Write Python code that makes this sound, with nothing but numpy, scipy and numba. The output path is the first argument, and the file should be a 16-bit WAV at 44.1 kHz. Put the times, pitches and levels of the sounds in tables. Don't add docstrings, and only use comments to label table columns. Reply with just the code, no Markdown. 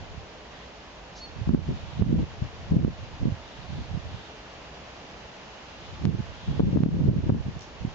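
import sys
import numpy as np
from scipy import signal
from scipy.fft import rfft, irfft, next_fast_len
from scipy.io import wavfile
from scipy.ndimage import uniform_filter1d
from numba import njit

SR = 44100
rng = np.random.default_rng(int(sys.argv[2]) if len(sys.argv) > 2 else 0)


def waveform_to_disk(signal):
    frames = np.transpose(np.atleast_2d(signal))
    scaled = np.clip(frames, -1, 1) * 32767
    samples = np.round(scaled).astype(np.int16)
    wavfile.write(sys.argv[1], SR, samples)


N = 350154

# freq_hz, side_minus_mid_db
PORT_SPREAD = [(20, -8), (60, -13), (180, -12), (310, -6), (500, -7.5), (900, -6), (1300, -3.5),
               (3100, -1.5), (5500, 0), (8000, 3.5)]
# freq_hz, gain_db
LAND_SPECTRUM = [(22, -16.5), (40, -0.5), (60, 4), (90, -5), (130, -3), (200, -3.5), (290, -6.5), (380, -7),
                 (450, -6), (530, -6.5), (750, -11.5), (950, -11), (1250, -18.5), (2000, -36.5)]
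# start_s, length_s, pitch_hz, level_db
FAR_DRONES = [(0, 0.58, 432, -55), (4.17, 0.35, 428, -52.5)]
# start_s, level_db
CALL_UPSWEEPS = [(1.146, -49), (1.153, -49.5), (1.163, -48), (1.175, -48)]
UPSWEEP_S, UPSWEEP_HZ, UPSWEEP_HZ_PER_S = 0.033, 3120, 130000
# start_s, length_s, pitch_hz, slide_s, level_db
CALL_WHISTLES = [(1.198, 0.074, 4385, 0.0039, -39.5), (6.42, 0.095, 3370, 0.008, -55.5),
                 (6.51, 0.15, 3370, 0.008, -57)]
# freq_hz, gain_db
THROAT_RESPONSE = [(2500, -2), (3400, 0.5), (6300, -1), (7200, -4.5), (8000, -25)]
# start_s, level_db, decay_s
WING_FLICKS = [(7.592, -47, 0.0022), (7.608, -46, 0.0043), (7.618, -52.5, 0.042)]
# freq_hz, gain_db
FLICK_SPECTRUM = [(2500, -6), (4300, -4), (5500, -2), (6800, -6), (7900, -28)]
# middle_s, length_s, centre_hz, level_db
CLOSE_PASSES = [(0.6, 0.2, 3420, -59.5), (.58, 0.21, 1800, -57.5), (1.86, 0.68, 3350, -60),
                (3.512, 0.28, 3370, -59), (3.733, 0.47, 3840, -59), (4.2, 0.38, 3360, -57),
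                (5.86, 0.3, 3300, -58.5), (6.478, 0.41, 3400, -57.5)]
# time_s, level_db
FLOCK_LEVEL = [(0, -49.5), (1.3, -50), (1.9, -49), (3.2, -49), (3.6, -49), (5.3, -48), (6.5, -48.5),
               (6.95, -52), (7.94, -49)]
# freq_hz, gain_db
FEATHER_SPECTRUM = [(400, -13), (600, 0), (900, -2), (1300, -6.5), (1700, -6), (2200, -8.5), (2850, -7),
                    (3800, -12), (5000, -15.5), (6100, -18.5), (7200, -25.5), (7900, -46)]
# start_s, hold_s, level_db, left_minus_right_db
PORT_GUSTS = [(0, 0.21, -43, 0.5), (1.362, 0.069, -38.5, -7.5), (1.497, 0.077, -24, -7.5),
              (1.576, 0.051, -31.5, -12.5), (1.688, 0.041, -25, 1), (1.844, 0.0079, -34, -7.5),
              (1.989, 0.15, -26, -4.5), (2.103, 0.12, -23.5, -0.5), (2.429, 0.016, -29.5, 2.5),
              (2.721, 0.089, -22.5, 0), (2.83, 0.02, -25, -5.5), (2.878, 0.012, -26.5, -4),
              (2.99, 0.03, -41.5, -9), (3.197, 0.035, -35, -6), (3.238, 0.059, -26, -7),
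              (3.595, 0.55, -45, -7), (3.71, 0.11, -32, -5.5), (3.936, 0.032, -32, -10),
              (4.067, 0.1, -38.5, 4), (5.92, 0.008, -39.5, 3), (6.044, 0.068, -23, -4),
              (6.15, 0.032, -28.5, -9), (6.236, 0.09, -39, -7.5), (6.486, 0.1, -29, -4.5),
              (6.598, 0.041, -22, 0.5), (6.665, 0.025, -22.5, 0), (6.732, 0.03, -20.5, 3),
              (6.797, 0.067, -21.5, 2), (6.922, 0.078, -24, 2.5), (7.019, 0.17, -23, -1),
              (7.24, 0.14, -25, -1.5), (7.47, 0.025, -32, 1), (7.522, 0.04, -36, -1),
              (7.829, 0.05, -31, -4)]
# freq_hz, gain_db
STRONG_WIND_SPECTRUM = [(20, -32.5), (40, -20), (75, -5), (120, 2.5), (175, 1), (230, -4.5), (300, -8.5),
                        (400, -14), (520, -20.5), (700, -31.5), (1100, -53), (2000, -65)]
# freq_hz, gain_db
LIGHT_WIND_SPECTRUM = [(20, -10), (45, -5), (75, 4.5), (150, -2), (230, -19), (350, -32), (600, -42),
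                       (1200, -67)]
# time_s, level_db, left_minus_right_db, pitch_hz
EDDY_THUMPS = [(0.179, -31.5, -13, 80), (1.416, -23, -13, 95), (1.476, -17, 8, 154),
               (1.494, -11.5, -5, 185), (1.515, -24, -3, 172), (1.538, -12, 12.5, 190),
               (1.547, -5.5, -7.5, 230), (1.69, -16.5, 1, 170), (1.997, -18.5, 12.5, 157),
               (2.023, -13, -5, 190), (2.032, -17, -14, 150), (2.064, -20.5, -15, 150),
               (2.095, -16.5, -5.5, 158), (2.128, -9, -5.5, 205), (2.144, -12, 2, 180),
               (2.2, -17.5, 0, 230), (2.23, -23, 15, 145), (2.423, -16, 6, 115), (2.713, -15.5, 4, 130),
               (2.721, -14.5, 10.5, 196), (2.745, -14, -9, 147), (2.767, -7.5, 1, 175),
               (2.79, -18, 15, 169), (2.811, -17, -5, 170), (2.848, -8.5, -4.5, 188),
               (2.879, -13.5, -7, 280), (3.255, -14.5, -5.5, 180), (3.283, -13, -7, 167),
               (3.322, -20.5, -11, 95), (3.975, -23.5, -8, 150), (4.145, -28.5, -13.5, 110),
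               (6.053, -11, -1.5, 185), (6.091, -11.5, -7, 145), (6.203, -22, -12, 160),
               (6.596, -16, 4, 333), (6.603, -7.5, 0, 205), (6.635, -13.5, 14.5, 154),
               (6.671, -15, -4, 165), (6.687, -16, 0, 147), (6.73, -17, 12, 190), (6.761, -13, 12, 213),
               (6.774, -9, 6, 190), (6.805, -8.5, -5.5, 175), (6.834, -10.5, -15, 160),
               (6.862, -12, 12, 230), (6.888, -15, -9, 195), (7.016, -14.5, 5, 181), (7.042, -15, -8, 176),
               (7.057, -12, 7.5, 166), (7.1, -15.5, 5, 181), (7.115, -11, -2.5, 135),
               (7.164, -13.5, -7, 160), (7.295, -12.5, 12.5, 190), (7.301, -7.5, -6.5, 165),
               (7.323, -8, 0, 141), (7.35, -16.5, 12, 170), (7.465, -21.5, 6, 149), (7.484, -22, -13, 155),
               (7.85, -17, -7, 180)]
# freq_hz, gain_db
THUMP_RESPONSE = [(25, -10), (50, -2.5), (150, 0), (300, 0.5), (600, 3), (2000, -3)]
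# time_s, level_at_1khz_db, left_minus_right_db, brightness_hz
EDDY_CRACKS = [(1.492, -29.5, -13.5, 700), (1.547, -23, -2, 650), (2.0232, -27, -15, 680),
               (2.191, -30, -2, 500), (2.767, -32.5, -4, 450), (2.848, -25, -4, 846), (3.256, -32, -3, 478),
               (6.0534, -24.5, 2, 3200), (6.597, -22.5, 0.5, 477), (6.604, -25, 9.5, 555),
               (6.772, -27, 11, 580), (6.8357, -23, -3, 1250), (6.863, -37, 9, 480), (7.296, -26, 9.5, 680),
               (7.301, -24, -12.5, 600), (7.346, -31.5, 5, 477)]
# freq_hz, gain_db
CRACK_RESPONSE = [(200, -24.5), (450, 3), (800, -2), (2200, -3.5), (6000, -4), (7300, -9), (8000, -29)]


def undb(db):
    return 10 ** (np.asarray(db) / 20)


def unit(x):
    return x / np.sqrt(np.mean(x ** 2))


def clock():
    return np.arange(N) / SR


def pan(db):
    return undb(np.array([[1], [-1]]) * db / 2)


def colour(x, points, skirt_db_per_octave=30):
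    size = next_fast_len(N)
    octave = np.log2(np.maximum(np.arange(size // 2 + 1) * SR / size, 1))
    hz, db = np.transpose(points)
    outside = np.abs(octave - np.clip(octave, np.log2(hz[0]), np.log2(hz[-1])))
    gain = undb(np.interp(octave, np.log2(hz), db) - skirt_db_per_octave * outside)
    return irfft(rfft(x, size) * gain, size)[..., :N]


def noise(points):
    return unit(colour(rng.standard_normal((2, N)), points))


def wander(rate_hz):
    hold = int(SR / rate_hz)
    steps = np.repeat(rng.standard_normal(N // hold + 2), hold)
    return unit(uniform_filter1d(uniform_filter1d(steps, hold), hold)[:N])


def surround(pair, balance_db):
    mid, side = pair[0], colour(pair[1], PORT_SPREAD)
    return np.array([np.roll(mid + side, 4), mid - side]) * pan(balance_db) / np.std(mid)


def note(start, length, hz, rasp):
    swell = np.sin(np.pi * np.clip((clock() - start) / length, 0, 1))
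    trembling_hz = hz * (1 + rasp * wander(2500))
    return swell * np.sin(2 * np.pi * np.cumsum(trembling_hz) / SR)


@njit
def follow(x, attack, release):
    out, level = np.empty(len(x)), 0.
    for i in range(len(x)):
        level += (x[i] - level) * (attack if x[i] > level else release)
        out[i] = level
    return out


def land(level_db=-48):
    murmur = surround(noise(LAND_SPECTRUM), balance_db=-1.3)
    return murmur * undb(level_db + 0.23 * wander(1.9) + 0.45 * wander(31))


def drone():
    return sum(undb(db) * note(start, length, hz, rasp=0.15) for start, length, hz, db in FAR_DRONES)


def chirps(scoop=0.2, echo_db=-5.5, echo_s=0.055):
    voice, t = 0, clock()
    for start, db in CALL_UPSWEEPS:
        hz = UPSWEEP_HZ + UPSWEEP_HZ_PER_S * np.clip(t - start, 0, UPSWEEP_S)
        voice = voice + undb(db) * note(start, UPSWEEP_S, hz, rasp=0.11)
    for start, length, held_hz, slide_s, db in CALL_WHISTLES:
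        flatness = scoop * np.exp(-np.maximum(t - start, 0) / slide_s)
        voice = voice + undb(db) * note(start, length, held_hz * (1 - flatness), rasp=0.0068)
    voice = colour(voice, THROAT_RESPONSE)
    delay = np.arange(SR // 2) / SR
    trees = rng.standard_normal((2, len(delay))) * np.exp(-delay / echo_s)
    echo = signal.fftconvolve(voice[None], trees / np.linalg.norm(trees[0]))[:, :N]
    return voice * pan(-1.5) + undb(echo_db) * echo


def wing_flicks():
    t = clock()
    strength = sum(undb(db) * (t >= start) * np.exp(-np.abs(t - start) / decay)
                   for start, db, decay in WING_FLICKS)
    return surround(noise(FLICK_SPECTRUM), balance_db=-1.0) * strength


def close_passes(width=0.35, beat_hz=13, throb=0.073):
    out, t = 0, clock()
    edge = 1 + width / 2
    for middle, length, hz, db in CLOSE_PASSES:
        band = signal.butter(2, [hz / edge, hz * edge], "band", fs=SR, output="sos")
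        whirr = unit(signal.sosfilt(band, rng.standard_normal((2, N))))
        swell = np.cos(np.pi * np.clip((t - middle) / length, -.5, .5))
        strokes = 1 + throb * np.sin(2 * np.pi * (beat_hz * t + rng.random()))
        out = out + undb(db) * whirr * swell * strokes
    mid, side = out
    return np.array([mid + side, mid - side])


def wingbeats(beat_hz, stroke_width, near_db, pass_s, count):
    t = np.linspace(0, N / SR, num=N // 64)
    when, pace, phase, nearness = rng.random((count, 4)).T[:, :, None]
    cycle = phase + beat_hz * 2 ** ((pace - .5) / 2) * t
    downstroke = np.exp((np.cos(2 * np.pi * cycle) - 1) / stroke_width)
    overhead_s = (np.arange(count)[:, None] + when) / count * (N / SR + 2) - 1
    passing = undb(near_db * nearness) ** 2 / (1 + ((t - overhead_s) / pass_s) ** 2)
    power = (downstroke * passing).sum(0) / passing.sum(0)
    return unit(np.interp(clock(), t, np.sqrt(power)))


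def flock(close_share=0.85):
    rustle = 0
    edges_hz = np.geomspace(300, 10000, num=7)
    nearest = wingbeats(beat_hz=8, stroke_width=0.7, near_db=2.5, pass_s=1.0, count=50)
    for low, high in zip(edges_hz[:-1], edges_hz[1:]):
        band = signal.butter(2, [low, high], "band", fs=SR, output="sos")
        swish = signal.sosfilt(band, rng.standard_normal((2, N)))
        crowd = wingbeats(beat_hz=12, stroke_width=1.0, near_db=6.5, pass_s=0.89, count=80)
        rustle = rustle + swish * np.hypot(crowd, close_share * nearest)
    level_db = np.interp(clock(), *np.transpose(FLOCK_LEVEL))
    return surround(colour(rustle, FEATHER_SPECTRUM), balance_db=-.5) * undb(level_db)


def gust_force(attack_s=0.022, release_s=0.03, wake_db=-13, wake_s=0.097):
    t = clock()
    power, lean = 1e-18, 0
    for start, hold, db, pan_db in PORT_GUSTS:
        early, late = np.maximum(start - t, 0), np.maximum(t - start - hold, 0)
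        blow = np.exp(-early / attack_s - late / release_s)
        wake = undb(wake_db) * np.exp(-(early + late) / wake_s)
        gust_power = (undb(db) * np.maximum(blow, wake)) ** 2
        power = power + gust_power
        lean = lean + gust_power * pan_db
    return np.sqrt(power), lean / power


def gusts(strong_db=-27.0, flutter_db=2.5, puff_db=2.0):
    force, lean_db = gust_force()
    strong_share = force ** 2 / (force ** 2 + undb(strong_db) ** 2)
    strong_air = np.sqrt(strong_share) * noise(STRONG_WIND_SPECTRUM)
    light_air = np.sqrt(1 - strong_share) * noise(LIGHT_WIND_SPECTRUM)
    each_port_db = flutter_db * np.array([wander(120), wander(120)])
    flutter = unit(undb(each_port_db + puff_db * wander(70)))
    return (strong_air + light_air) * flutter * force * pan(lean_db)


def eddies(crossing_s=0.00095, rise_swings=0.15, fall_swings=0.42):
    out = np.zeros((2, N))
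    reach = SR // 14
    t = np.arange(-reach, reach) / SR + np.array([[1], [-1]]) * crossing_s / 2
    for (time_s, db, pan_db, hz), phase in zip(EDDY_THUMPS, rng.random(len(EDDY_THUMPS))):
        swings = hz * t
        swell = 2 / (np.exp(-swings / rise_swings) + np.exp(swings / fall_swings))
        thump = undb(db) * swell * np.cos(2 * np.pi * (swings + phase))
        at = int(time_s * SR)
        out[:, at - reach:at + reach] += pan(pan_db) * thump
    return colour(out, THUMP_RESPONSE)


def cracks():
    out = np.zeros((2, N))
    reach = SR // 4
    t = np.arange(-reach, reach) / SR
    for time_s, db, pan_db, hz in EDDY_CRACKS:
        angle = 2 * np.pi * hz * t
        height = undb(db) * np.exp(1000 / hz) * hz / 1000
        spike = height / (1 + angle ** 2)
        at = int(time_s * SR)
        out[:, at - reach:at + reach] += pan(pan_db) * np.array([spike, angle * spike])
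    return colour(out, CRACK_RESPONSE)


def scene():
    open_air = flock() + close_passes() + land() + drone() + chirps() + wing_flicks()
    return open_air + gusts() + eddies() + cracks()


def record(dry, knee_db=-13.5, attack_s=0.0029, release_s=0.11, squeeze=0.52, treble_db=15, top_hz=8700):
    treble = signal.sosfilt(signal.butter(2, 1500, "high", fs=SR, output="sos"), dry)
    sensed = np.abs(dry + undb(treble_db) * treble).max(0)
    peak = follow(sensed, 1., 1 / (release_s * SR))
    excess = np.log(np.maximum(peak / undb(knee_db), 1))
    duck = follow(squeeze * excess, 1 / (attack_s * SR), 1.)
    top_cut = signal.ellip(10, .2, 70, top_hz, fs=SR, output="sos")
    return signal.sosfilt(top_cut, dry * np.exp(-duck))


dry = scene()
out = record(dry)
waveform_to_disk(out)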